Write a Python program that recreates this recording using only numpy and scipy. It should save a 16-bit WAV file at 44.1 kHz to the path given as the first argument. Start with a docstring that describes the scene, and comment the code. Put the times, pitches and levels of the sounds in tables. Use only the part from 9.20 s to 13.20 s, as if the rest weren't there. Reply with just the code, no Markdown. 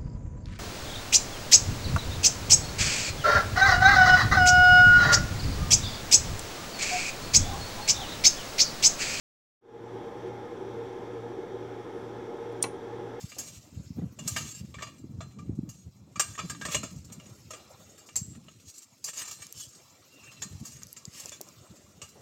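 """First the sound fades in: two fans of nearly equal speed hum and beat slowly over a steady rush of air.
The hum is made of sine tones, the rush of coloured noise. Hand and sleeve brush by faintly (swishes of noise).
Then a toggle switch on the metal front panel of an old computer is snapped on in a small room:
short noise bursts make its lever and spring ring, knocks make the panel ring, and the room echoes both."""
import sys
import numpy as np
from scipy import signal
from scipy.io import wavfile
from scipy.ndimage import uniform_filter1d

SR = 44100
rng = np.random.default_rng(int(sys.argv[2]) if len(sys.argv) > 2 else 0)


def gain_from_decibels(decibels):
    """Convert decibel values to linear amplitude factors."""
    exponent = np.asarray(decibels, float) / 20
    return 10 ** exponent


def store_pcm(level_fs):
    """Save levels as 16-bit WAV."""
    pcm = np.round(np.clip(level_fs, -1, 1) * 32767).astype(np.int16)
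    wavfile.write(sys.argv[1], SR, np.atleast_2d(pcm).T)


N = 176400  # samples, 4 s

# contacts of the lever, as noise bursts: start_s, relative level_db, length_s
SNAPS = [(3.4212, -46, .003), (3.4253, -31, .001), (3.4261, -19, .0004), (3.4271, -21, .0004),
         (3.4282, -22, .0006), (3.4296, -24, .0006), (3.4328, -28, .0008), (3.435, -31, .003),
         (3.4398, -35, .001), (3.448, -39, .001)]
# lever and spring of the switch: pitch_hz, relative level_db, t60_s (time to fall 60 dB, capped in switch)
LEVER = [(3500, -9.5, .006), (5460, -15, 0.0039), (5950, -4, 0.012), (6670, -4.5, 0.02), (7030, 1.5, 0.007),
         (7570, -5.5, .008), (8580, -10, .008), (9070, 4, 0.01), (9500, -2, 0.0063), (10050, -5.5, 0.0056),
         (10660, -10, .006), (11400, -15, 0.0052), (14300, -20, .006), (15200, -15.5, .006)]
# knocks into the panel: start_s, relative level_db, brightness_hz
KNOCKS = [(3.4355, -46, 7000), (3.4398, -28.5, 3500), (3.4433, -29.5, 3500), (3.449, -37.5, 2000),
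          (3.456, -28, 600), (3.467, -31.5, 700)]
# ringing tones of the front panel: pitch_hz, relative level_db, t60_s (capped in switch)
PANEL = [(255, -10.5, 0.039), (490, -2.5, 0.028), (829, 0.5, 0.022), (1016, 3, 0.024), (1470, -6.5, 0.026),
         (2035, -3.5, 0.023), (2290, 3, 0.013), (2640, 3, 0.024), (3100, -8.5, 0.023), (4103, 7.5, .03),
         (4480, -7.5, .015)]
# how long the room echoes: pitch_hz, t60_s
ROOM_DECAY = [(500, 0.14), (2000, 0.16), (4000, 0.11), (6500, 0.17), (8000, 0.13), (9400, 0.22),
              (11000, 0.14), (13000, .12), (15000, .1)]
# how strong the echoes start: pitch_hz, relative level_db
ROOM_COLOUR = [(500, 10.5), (3500, 1), (5700, 1), (6600, 1), (8000, -5), (8700, 2), (9060, -12), (9800, 1),
               (11000, -1), (13000, -5)]
# blade tones of the first fan: multiple of the blade pitch, level_db (rms)
BLADE = [(1, -52), (4, -64), (5, -57.5), (10, -72.5), (11, -66.5), (12, -68.5)]
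# rush of air as the room and casings colour it: pitch_hz, relative level_db (per Hz)
AIR = [(12, -42), (30, -35.5), (81, -17), (150, -16), (319, -7.5), (390, 2), (414, -13.5), (468, 4),
       (513, -14), (600, -16), (680, -21.5), (715, -12), (750, -17), (825, -8), (980, -20), (1035, -16.5),
       (1150, -28.5), (1230, -21), (1450, -26), (1700, -23), (2000, -31.5), (2130, -26.5), (2300, -33),
       (2490, -33.5), (2900, -37.5), (3300, -30.5), (3700, -34.5), (4060, -43), (4610, -41), (4800, -45),
       (5100, -40.5), (5350, -42), (5680, -36.5), (6200, -42.5), (6600, -46.5), (7280, -46), (7900, -49),
       (8300, -52.5), (11000, -55.5), (16000, -61)]
# faint brushes of hand and sleeve: start_s, length_s, centre_hz, width_hz, level_db (noise rms before shaping)
RUSTLES = [(1.058, .04, 3000, 4500, -63), (2.68, .19, 9500, 3000, -80), (3.321, 0.0089, 8000, 6000, -65)]


def evened(x):
    """Scales a signal to rms 1."""
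    return x / np.sqrt(np.mean(x ** 2) + 1e-20)


def read(points, hz):
    """Reads a table between its points, on a log-frequency axis."""
    table_hz, value = np.transpose(points)
    return np.interp(np.log(hz + 1), np.log(table_hz + 1), value)


def slow_drift(t, lo_hz, hi_hz):
    """Slow random drift of rms 1: sines of random phase, the slower ones stronger."""
    drift = 0
    for hz in np.geomspace(lo_hz, hi_hz, 20):
        drift = drift + np.sin(2 * np.pi * (hz * t + rng.random())) / np.sqrt(hz)
    return evened(drift)


def ring(modes, longest_s):
    """A struck object rings in several dying tones, rising softly and pushing no steady air."""
    t = np.arange(SR // 5) / SR
    tones = 0
    for hz, db, t60 in modes:
        tones = tones + gain_from_decibels(db - 60 * t / min(t60, longest_s)) * np.sin(2 * np.pi * hz * t)
    soft_start = 1 - np.exp(-t / 0.0001)  # time constant 0.1 ms
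    no_steady_push = signal.butter(2, 0.9 * modes[0][0], "high", fs=SR, output="sos")
    return signal.sosfilt(no_steady_push, tones * soft_start)


def switch():
    """The lever chatters over its spring, then knocks against the panel; each blow makes its object ring."""
    count = 400  # samples of room for each blow
    chatter, knocking = np.zeros(N), np.zeros(N)
    for start, db, length in SNAPS:
        burst = rng.standard_normal(count) * np.clip(length * SR - np.arange(count), 0, 1)
        chatter[round(start * SR):][:count] += gain_from_decibels(db) * burst / np.linalg.norm(burst)  # equal energy
    t = np.arange(count) / SR
    for start, db, brightness_hz in KNOCKS:
        push = t * np.exp(-2 * np.pi * brightness_hz * t)
        knocking[round(start * SR):][:count] += gain_from_decibels(db) * push / push.sum()
    lever = signal.oaconvolve(chatter, ring(LEVER, longest_s=0.012))[:N]
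    panel = signal.oaconvolve(knocking, ring(PANEL, longest_s=0.035))[:N]
    return lever + panel


def room(x):
    """Walls return sparse echoes of random sign, each band dying at its own speed."""
    gap_s, spacing = 0.005, 20  # silence before the echoes; one echo per 20 samples
    echoes = np.zeros(SR // 2)
    slots = np.arange(0, len(echoes) - spacing, spacing)
    places = slots + rng.integers(0, spacing, len(slots))
    echoes[places] = rng.choice([-1., 1.], len(slots))
    echoes *= np.arange(len(echoes)) > gap_s * SR
    hz, t, spectrum = signal.stft(echoes, SR, nperseg=256)
    fading_db = read(ROOM_COLOUR, hz)[:, None] - 60 * t / read(ROOM_DECAY, hz)[:, None]
    tail = signal.istft(spectrum * gain_from_decibels(fading_db), SR, nperseg=256)[1]
    return signal.fftconvolve(x, tail / np.linalg.norm(tail))[:N]


def fans():
    """Passing blades hum at multiples of one pitch; a second fan's close tone beats with the lowest."""
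    blade_hz, other_hz, other_db = 115.25, 117.45, -57.5
    waver_hz = 0.22  # rms pitch drift of the lowest tones
    t = np.arange(N) / SR - 3.6  # at 3.6 s the two lowest tones pull against each other: a dip in the beat
    wander = np.cumsum(waver_hz * slow_drift(t, 2, 15.58)) / SR
    first = 0
    for multiple, db in BLADE:
        first = first + gain_from_decibels(db) * np.sin(2 * np.pi * multiple * (blade_hz * t + wander))
    second = gain_from_decibels(other_db) * np.sin(2 * np.pi * (other_hz * t + wander))
    return np.sqrt(2) * (first - second)  # sqrt(2) turns the levels into rms


def air():
    """Moving air rushes as noise, coloured by the table, with faint patches and swell."""
    level_db, swell_db, patch_db = -39, 0.35, 0.6
    frames, hz = N // 1024 + 5, np.fft.rfftfreq(4096, 1 / SR)
    real, imaginary, patches = rng.standard_normal((3, len(hz), frames))
    patches = uniform_filter1d(patches, size=40, axis=0)  # smooth across pitch
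    patches = evened(uniform_filter1d(patches, size=4, axis=1))  # smooth across time
    colour_db = read(AIR, hz)[:, None] + patch_db * patches
    spectrum = (real + 1j * imaginary) * gain_from_decibels(colour_db)
    rush = evened(signal.istft(spectrum, nperseg=4096, noverlap=3072)[1][:N])
    swell = slow_drift(np.arange(N) / SR, 0.452, 30)
    return rush * gain_from_decibels(level_db + swell_db * swell)


def rustle(start, length, hz, width, db):
    """A hand or sleeve brushing by: a band of noise that rises and falls once."""
    progress = np.clip((np.arange(N) / SR - start) / length, 0, 1)
    shape = np.sqrt(np.abs(np.sin(np.pi * progress))) * (progress < 1)
    edges_hz = [max(hz - width / 2, 200), hz + width / 2]
    band = signal.butter(2, edges_hz, "band", fs=SR, output="sos")
    swish = evened(signal.sosfilt(band, rng.standard_normal(N)))
    return gain_from_decibels(db) * shape * swish


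def scene():
    """Mixes the switch and its echoes with the fans, the air and the brushes."""
    click = switch()
    echo = gain_from_decibels(-13) * room(click)
    rustles = sum(rustle(*row) for row in RUSTLES)
    mix = click + echo + fans() + air() + rustles
    return mix[None]  # one channel


def top_cut(x):
    """Nothing passes above the cut-off."""
    return signal.sosfilt(signal.butter(12, 16170, fs=SR, output="sos"), x)


def record(dry):
    """Adds the recorder's small constant offset, cuts the highest treble and fades in evenly."""
    offset, treble_edge_hz = -0.00044, 15700
    fade_start_s, fade_s = 0.41, 0.35
    treble_cut = signal.firwin(2047, treble_edge_hz, window=("kaiser", 9), fs=SR)
    limited = signal.oaconvolve(dry + offset, treble_cut[None], "same")
    fade = np.clip((np.arange(N) / SR - fade_start_s) / fade_s, 0, 1)
    return top_cut(limited * fade)


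dry = scene()
out = record(dry)
store_pcm(out)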